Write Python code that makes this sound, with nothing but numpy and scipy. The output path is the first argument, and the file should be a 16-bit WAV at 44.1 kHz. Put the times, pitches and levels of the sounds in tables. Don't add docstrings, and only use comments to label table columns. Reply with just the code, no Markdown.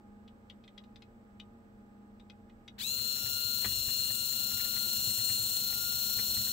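import sys
import numpy as np
from scipy import signal
from scipy.fft import rfft, irfft, next_fast_len
from scipy.io import wavfile

SR = 44100
rng = np.random.default_rng(int(sys.argv[2]) if len(sys.argv) > 2 else 0)


def rack_gain(trim_db):
    fader = np.asarray(trim_db, float)
    return 10 ** (fader / 20)


def wrap_up_sound(samples):
    columns = np.atleast_2d(samples).T
    tamed = np.clip(columns, -1, 1)
    steps = np.round(tamed * 32767).astype(np.int16)
    wavfile.write(sys.argv[1], SR, steps)


N = 287532

# (left level/dB, right level/dB, left lead/rad)
MESH_TONES = [(-51.5, -56, -1.96), (-45.5, -50, -1.47), (-32.5, -37.5, 0.62), (-48, -47.5, 1.57),
              (-40, -55, -1.1), (-42.5, -68, 0.58)]
# (multiple of shaft speed, left level/dB, right level/dB, left lead/rad)
GEAR_TONES = [(1, -59, -59, 0.5), (3, -64, -70, 0.4), (4, -63, -66, 0.9), (9, -61, -70, -2.8),
              (18, -64, -71, -0.7), (19, -59, -64, -1.4), (21, -58, -57, -0.0), (22, -63, -64, -0.2),
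              (23, -55, -59, 2.9), (24, -62, -66, 3.0), (25, -50, -64, 0.8), (27, -56, -67, -0.1),
              (28, -55, -60, -0.8), (29, -42, -44, 0.2), (31, -45, -48, 3.1), (32, -56, -64, 2.3),
              (33, -61, -64, 2.8), (39, -56, -66, -2.3), (42, -63, -66, 2.1), (43, -64, -63, 2.0),
              (45, -60, -64, 1.0), (47, -61, -62, -0.2), (48, -53, -55, 0.3), (49, -48, -54, 1.0),
              (51, -52, -64, -0.9), (53, -54, -72, -2.9), (55, -56, -78, 1.5), (58, -52, -73, 0.1),
              (59, -50, -67, -1.3), (61, -52, -68, 0.8), (62, -63, -67, 0.2), (63, -65, -73, 2.1),
              (69, -60, -59, 0.4), (70, -55, -62, 0.7), (71, -65, -66, 1.0), (78, -65, -65, -1.3),
              (80, -54, -59, -2.5), (81, -54, -57, -1.3), (82, -58, -59, -1.4), (83, -59, -64, -0.6),
              (84, -55, -63, 0.9), (87, -62, -68, 0.4), (90, -51, -68, 2.5), (91, -48, -67, 1.8),
              (92, -52, -66, -3.1), (98, -58, -71, -2.0), (101, -52, -63, -2.9), (102, -51, -58, -2.6),
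              (103, -52, -62, 3.1), (104, -47, -53, -2.6), (106, -49, -67, -0.6), (107, -54, -63, -2.0),
              (108, -42, -62, -2.5), (109, -48, -64, -2.9), (110, -51, -63, 1.8), (111, -50, -58, -2.7)]
# (f/Hz, level/dB)
CASE = [(600, -40), (1400, -8), (2800, -11), (3100, -9), (3500, -8.5), (4200, -5), (5000, -26.5),
        (5600, -30.5), (7000, -16.5), (8500, -22), (10500, -34), (16000, 13)]
WOBBLE = [(.2, .014), (.4, .008), (.8, .003)]
# (speed at half turn/(turns/s), slope/(turns/s per s), curve/(turns/s per s^2))
SHAFT_SPEED = (141.04, .172, -.026)
# (swing/(turns/s), phase/rad) each
SHAFT_SWING = (.17, 0.0, .12, .6, .07, -1.3)
# (left slope/(dB/s), left curve/(dB/s^2), right slope/(dB/s), right curve/(dB/s^2))
SHADE = [(0.94, -0.33, 5, -1.3), (-1.5, -1.35, -1.2, -1.2), (-0.74, -0.4, 3.16, -1), (0.6, 0, 1.68, -1.2),
         (1.5, -2.1, -0.5, 3.5), (1.3, -1.1, -9, -22)]
# (once level/dB, phase/rad, twice level/dB, phase/rad)
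SWELL_LEFT = [(5.5, -0.36, 1.2, 0.3), (4, 3, 1.4, 3), (1.3, 2, 0.8, 1.5), (1.1, -1.5, 3, -1.7),
              (2, -3.5, -0.2, -3.5), (6, -3.0, 0.4, -8)]
SWELL_RIGHT = [(1.9, -0.7, 0.55, -0.8), (3.4, -0.5, 2.6, -1.1), (1.8, 2.5, 0.56, 1.5), (2.7, 0.6, 0.87, -3),
               (1.5, -1.5, 0.4, 8), (0.9, -6, 1.5, 2.2)]
# (multiple of shaft speed, left level/dB, right level/dB, noise corner f/Hz)
TOOTH_HISS = [(59.5, -51, -68, 120), (69.6, -57, -61, 100), (80.2, -49, -51, 150), (90.1, -43, -59, 170),
              (100.5, -50, -63, 200), (104, -51, -59, 130), (108.3, -47, -61, 200)]
# (level at half turn/dB, slope/(dB/s), curve/(dB/s^2))
RUB_LEVEL = [(-30, 1.28, -0.55), (-44, 0.7, 0.2)]
# (once level/dB, phase/rad, twice level/dB, phase/rad)
RUB_SWELL = [(.4, 0.8, 0.25, 1.3), (1.2, 1.7, 0.8, 1.5)]
# (f/Hz, density level/dB)
RUB_COLOUR = [(1400, -19), (2300, -24), (3000, -14), (3650, -14), (3900, -5), (4200, 2), (4620, -9),
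              (4950, -60), (5250, -11), (6200, -13), (6800, -8), (8200, -9.5), (9100, -17), (10800, -16),
              (11400, -7), (12150, -10), (12900, -1), (13700, -9), (14300, -2), (15900, 0.5)]
# (f/Hz, left over right level/dB)
RUB_BALANCE = [(600, -26), (1400, -3), (3100, 0), (6800, -1.5), (8000, -2.5), (9100, 4), (10500, -1),
               (11300, -4), (12800, 0), (15000, 0)]
# (f/Hz, likeness, 1 = the same)
RUB_LIKENESS = [(900, 1), (3300, .5), (6000, 0.55), (9000, 0.56), (12000, 0.51), (15000, 0.62)]
TOOTH_DB = [-41, -36.5, -43, -38.5, -41, -45.5, -46.5, -45, -40.5, -47.5, -46.5, -41]
# (t/s, level/dB)
JOLTS = [(2.986, -45), (3.656, -30.5), (3.885, -40)]
# (f/Hz, level/dB, t60/s)
TABLE = [(64.5, -11.5, 0.86), (112.2, 0.5, 0.25), (212, -13.5, 0.44), (356, -13.5, 0.09)]
# (t/s, level/dB, left over right level/dB)
KNOCKS = [(2.9826, -46, 3), (3.16, -46.5, 2.0), (3.257, -45.5, 16), (3.6235, -45, -3), (3.6463, -26.5, 6),
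          (3.8836, -42, 0), (3.9918, -47, -11), (4.1026, -43.5, -3), (4.514, -42.5, -4), (4.597, -41, 10),
          (4.6454, -44, -4), (4.7322, -46, -6), (4.764, -38, -4), (5.099, -46.5, -5), (5.1885, -44.5, 7),
          (5.2925, -39.5, 4), (5.7222, -43, -5), (6.1854, -45, 24), (6.3674, -40.5, 0.5), (6.4688, -44, -5)]
# (f/Hz, level/dB, t60/s)
DRUM_MODES = [(480, -11, .035), (800, -9, .02), (1174, -5, .018), (1500, -3, .018), (1787, -3, .022),
              (1990, -3, .02), (2400, -4, .016), (2750, -6, .015), (3400, -5, .012), (4700, -7, .008)]
# (t/s, level/dB, left over right level/dB)
TICKS = [(0.2778, -52, 2), (0.4988, -41, 6), (0.6387, -52, 5), (0.6776, -48.5, -1), (0.7781, -41.5, 7.5),
         (0.838, -54.5, 1), (0.9583, -45.5, 7), (1.0208, -45, 8), (1.3984, -41, 4.5), (2.1976, -53.5, 8),
         (2.2984, -43.5, 5), (2.496, -55, -2), (2.6787, -39, 4.5)]
# (f/Hz, level/dB, t60/s)
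PLASTIC = [(1400, -18, .015), (2050, -8, .02), (2500, -5, .018), (2960, -6, .02), (3300, 0, .022),
           (3700, -1, .018), (4100, -7, .012), (4900, -8, .012), (5800, -13, .01), (7500, -19, .006),
           (11000, -26, .004), (14000, -25, .003)]
# (f/Hz, level/dB, waver corner f/Hz)
HUM = [(89.2, -69.5, 1.3), (120.5, -71.5, 2.6), (205.6, -59.5, 2.5), (228.5, -64, 9.2), (351, -77.5, 2.1),
       (454, -73, 1.5), (570, -83, 6), (810, -76.5, 0.57), (825.4, -73, 1.9), (885, -118, 0.8),
       (950, -91, 0.81), (1206, -89.5, 0.78), (1238, -80, 7.2)]
# (f/Hz, density level/dB)
AIR = [(18, -41), (28, 1), (100, -4), (160, -15), (215, -1), (400, -10), (700, -15.5), (1000, -21),
       (2000, -32.5), (2600, -34.5), (7200, -44.5), (8000, -34), (8800, -56), (12000, -47.5), (15900, -44)]
# (f/Hz, left over right level/dB)
AIR_BALANCE = [(60, -4.5), (180, -2), (550, 2), (1650, -7.5), (4970, 3), (15000, 5.5)]
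# (f/Hz, likeness, 1 = the same)
AIR_LIKENESS = [(60, 0.87), (180, 1), (550, 0.24), (1650, -0.75), (4970, 0.23), (15000, 0.01)]

SWITCH_ON_S, RUN_UP_S = 2.771, .032
CONTACT_S, BITE_S = 2.781, 0.033
HALF_TURN_S = 4.7
TEETH_PER_S, DRIVE_TEETH = 9.2, 12
FIRST_TOOTH_S = 3.011


def rms_one(x):
    return x / np.sqrt(np.mean(np.abs(x) ** 2) + 1e-20)


def sides(pan_db):
    return rack_gain(np.array([pan_db / 2, -pan_db / 2]))


def log_interp(hz, table):
    table_hz, values = np.transpose(table)
    return np.interp(np.log(hz), np.log(table_hz), values)


def drift(rate_hz, channels=1):
    r = np.exp(-2 * np.pi * rate_hz / SR)
    slow = signal.lfilter([1], [1, -2 * r, r * r], rng.standard_normal((channels, N + SR)))
    return rms_one(slow[:, SR:])


def rise(start_s, time_s):
    return 1 - np.exp(-(np.arange(N) / SR - start_s).clip(0) / time_s)


def over_turn(trend, swing):
    t = np.arange(N) / SR - HALF_TURN_S
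    wheel = 2 * np.pi * t * TEETH_PER_S / DRIVE_TEETH
    waves = 0
    for k, (size, phase) in enumerate(zip(swing[::2], swing[1::2])):
        waves = waves + size * np.cos((k + 1) * wheel - phase)
    return np.polyval(trend[::-1], t) + waves


def coloured_noise(colour, balance, likeness):
    size = next_fast_len(N)
    hz = np.maximum(np.arange(size // 2 + 1) * SR / size, 1)
    alike = np.clip(log_interp(hz, likeness), -.95, .99)
    mid, side = rfft(rng.standard_normal((2, size)))
    width = np.sqrt((1 - alike) / (1 + alike))
    stereo = mid + width * side * [[1], [-1]]
    spectrum = rack_gain(log_interp(hz, colour)) * sides(log_interp(hz, balance)) * stereo
    out = irfft(spectrum, size)[:, :N]
    return out / np.sqrt(np.mean(out.mean(axis=0) ** 2))


def struck(events, modes, spread_db, soft_hz, bounce_s, count):
    rows, out = np.array(events), np.zeros((2, N))
    pan = sides(rows[:, 2]) if rows.shape[1] > 2 else np.ones((2, len(rows)))
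    luck = rng.standard_normal((len(rows), len(modes), count, 3))
    scatter = rng.uniform(-.5, 0.46, (len(rows), count))
    late_s = (np.arange(count) + scatter).clip(0) * bounce_s
    at = np.minimum((rows[:, :1] + late_s) * SR, N - 1).astype(int)
    touch_db = -2 * abs(np.arange(count) - 1)
    for k, (hz, level_db, t60) in enumerate(modes):
        size = rack_gain(rows[:, 1:2] + level_db + touch_db + spread_db * luck[:, k, :1, 0])
        vary = np.sign(luck[:, k, :, 0]) + 0.28 * luck[:, k, :, 1:].transpose(2, 0, 1)
        clicks = np.zeros((2, N))
        clicks[:, at] += pan[:, :, None] * (size * vary)
        r, w = rack_gain(-60 / (t60 * SR)), 2 * np.pi * hz / SR
        out += signal.lfilter([0, 1], [1, -2 * r * np.cos(w), r * r], clicks + 1e-18) * np.sin(w)
    return signal.sosfilt(signal.butter(2, min(soft_hz, .45 * SR), fs=SR, output="sos"), out)


def shaft_speed():
    tremble = .13 * drift(8.0)[0]
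    return rise(SWITCH_ON_S, RUN_UP_S) * (over_turn(SHAFT_SPEED, SHAFT_SWING) + tremble)


def mesh_shading():
    gains = []
    for shade, left, right in zip(SHADE, SWELL_LEFT, SWELL_RIGHT):
        left_db = over_turn((0, *shade[:2]), left)
        right_db = over_turn((0, *shade[2:]), right)
        gains.append(rack_gain(np.array([left_db, right_db]) + 2 * drift(5.0, channels=2)))
    return gains


def gear_whine(speed, shake_rad, rough, grip, side_db):
    on = round(SWITCH_ON_S * SR) + 1
    running = speed[on:]
    angle = 2 * np.pi * np.cumsum(running) / SR
    wobble = sum(depth * np.sin(m * angle + rng.uniform(0, 2 * np.pi)) for m, depth in WOBBLE)
    angle = angle + wobble + shake_rad * drift(25)[0, on:]
    next_wheel = np.cos(WOBBLE[0][0] * angle)
    shading = mesh_shading()
    mesh_rows = [(10 * (k + 1), *tone) for k, tone in enumerate(MESH_TONES)]
    rows, out = np.array(mesh_rows + GEAR_TONES), np.zeros((2, N))
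    start = rng.uniform(0, 2 * np.pi, len(rows))
    family = np.round(rows[:, 0] / 10 - .01)
    for mesh in np.unique(family).astype(int):
        tones = 0
        for (order, left_db, right_db, lead), phase in zip(rows[family == mesh], start[family == mesh]):
            gains = np.array([[rack_gain(left_db) * np.exp(1j * lead)], [rack_gain(right_db)]])
            if order == 10 * mesh and mesh <= len(shading):
                gains = gains * shading[mesh - 1][:, on:]
            else:
                gains = gains * rack_gain(side_db)
            if order == 25:
                gains = gains * (1 + 0.6 * next_wheel)
            tones = tones + gains * np.exp(1j * (order * angle + phase))
        uneven = drift(45, channels=4)[:, on:]
        contact = rough * mesh * (uneven[0] + 1j * uneven[1] + 1j * uneven[2:])
        beat = 0.066 * np.cos(WOBBLE[0][0] * angle + mesh)
        tones = (tones * (1 + beat + contact)).real
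        case_db = log_interp(10 * max(mesh, 1) * running, CASE)
        out[:, on:] += tones * rack_gain(case_db - case_db[-1]) * (running / speed.max()) ** grip
    return out


def rub_level():
    level_db = np.array([over_turn(trend, swing) for trend, swing in zip(RUB_LEVEL, RUB_SWELL)])
    return rack_gain(level_db) * rise(CONTACT_S, BITE_S)


def rubbing(speed, pulse, flicker_db):
    angle = 2 * np.pi * np.cumsum(speed) / SR
    swell = 1 + pulse * np.cos(angle) + 0.31 * np.cos(angle * WOBBLE[0][0])
    left, right = coloured_noise(RUB_COLOUR, RUB_BALANCE, RUB_LIKENESS)
    right = np.roll(right, round(.0003 * SR))
    return rub_level() * rack_gain(flicker_db * drift(50)) * swell * np.array([left, right])


def tooth_hiss(speed):
    angle, out = 2 * np.pi * np.cumsum(speed) / SR, 0
    for order, left_db, right_db, corner_hz in TOOTH_HISS:
        a, b = drift(corner_hz, channels=2)
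        grain = a + 1j * b
        stereo = np.array([grain, 1j * grain])
        out = out + rack_gain(np.array([[left_db], [right_db]])) * (stereo * np.exp(1j * order * angle)).real
    level = rub_level()
    return out * level / level[:, round(HALF_TURN_S * SR), None]


def take_up(per_s):
    clicks = rng.standard_normal((2, N)) * (rng.random(N) < per_s / SR)
    body = signal.sosfilt(signal.butter(2, [1300, 5200], "band", fs=SR, output="sos"), clicks)
    since = np.arange(N) / SR - CONTACT_S
    level_db = -49 - 900 * (since - 0.038).clip(0)
    return rms_one(body) * rack_gain(level_db.clip(-150)) * rise(CONTACT_S, 0.0076) * sides(5.0)[:, None]


def tooth_thumps(jitter_s, spread_db):
    k = np.arange(40)
    at_s = FIRST_TOOTH_S + k / TEETH_PER_S + jitter_s * rng.standard_normal(len(k))
    growth_db = 1 * (at_s - HALF_TURN_S)
    level_db = np.array(TOOTH_DB)[(k + DRIVE_TEETH // 2) % DRIVE_TEETH] + growth_db
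    teeth = np.c_[at_s, level_db][at_s < N / SR]
    return struck(np.r_[teeth, JOLTS], TABLE, spread_db, soft_hz=624.5, bounce_s=0.006, count=1)


def rumble(speed, level_db):
    body = signal.sosfilt(signal.butter(2, [45, 150], "band", fs=SR, output="sos"), rng.standard_normal(N))
    since = np.arange(N) / SR - FIRST_TOOTH_S - .02
    swell = 1 + 0.45 * np.cos(2 * np.pi * TEETH_PER_S * since)
    return rack_gain(level_db) * rms_one(body) * swell * speed / speed.max()


def drum_knocks(spread_db):
    return struck(KNOCKS, DRUM_MODES, spread_db, soft_hz=5045, bounce_s=0.0037, count=4)


def rattle(per_s, level_db):
    draws = rng.random((400, 3))
    at_s = CONTACT_S + np.cumsum(-np.log(draws[:, 0]) / per_s)
    tap_db = level_db - 5 * np.log(draws[:, 1]).clip(-3)
    pan_db = 8 * (draws[:, 2] - .3)
    taps = np.c_[at_s, tap_db, pan_db]
    return struck(taps, DRUM_MODES, spread_db=3.0, soft_hz=5000, bounce_s=.003, count=2)


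def plastic_ticks(spread_db):
    return struck(TICKS, PLASTIC, spread_db, soft_hz=17000, bounce_s=.0018, count=5)


def room(x, t60, wall_hz):
    t = np.arange(round(.25 * SR)) / SR
    tail = rng.standard_normal((2, len(t))) * rack_gain(-60 * t / t60) * (t > .006)
    tail = signal.sosfilt(signal.butter(1, wall_hz, fs=SR, output="sos"), tail)
    tail /= np.sqrt(np.sum(tail ** 2, axis=1, keepdims=True))
    return signal.fftconvolve(x, tail, axes=1)[:, :N]


def hum():
    out, t = 0, np.arange(N) / SR
    for hz, level_db, corner_hz in HUM:
        a, b = drift(corner_hz, channels=2)
        waver = 1.45 + 0.56 * (a + 1j * b)
        lag = rng.normal(0, 1) * hz / 900
        phase = 2 * np.pi * hz * t + np.array([[0], [lag]])
        out = out + rack_gain(level_db) * (waver * np.exp(1j * phase)).real
    return out


def air():
    return rack_gain(-61) * coloured_noise(AIR, AIR_BALANCE, AIR_LIKENESS)


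def scene():
    speed = shaft_speed()
    motor = gear_whine(speed, shake_rad=.006, rough=.04, grip=3.1, side_db=0.32)
    motor = motor + rubbing(speed, pulse=0.057, flicker_db=.8) + tooth_hiss(speed) + take_up(per_s=2300)
    thumps = rack_gain(-4.0) * tooth_thumps(jitter_s=0.0048, spread_db=3.5) + rumble(speed, level_db=-64)
    knocks = rack_gain(-9) * drum_knocks(spread_db=3.0) + rattle(per_s=60, level_db=-72)
    ticks = rack_gain(-8.5) * plastic_ticks(spread_db=3.0)
    echo = rack_gain(-10.5) * room(ticks + knocks, t60=.08, wall_hz=5000)
    return motor + thumps + knocks + ticks + echo + hum() + air()


def band_limit(x):
    return signal.sosfilt(signal.butter(12, 16600, fs=SR, output="sos"), x)


def record(dry):
    mix = signal.sosfilt(signal.ellip(12, .5, 60, 15730, fs=SR, output="sos"), dry)
    return band_limit(mix)


dry = scene()
out = record(dry)
wrap_up_sound(out)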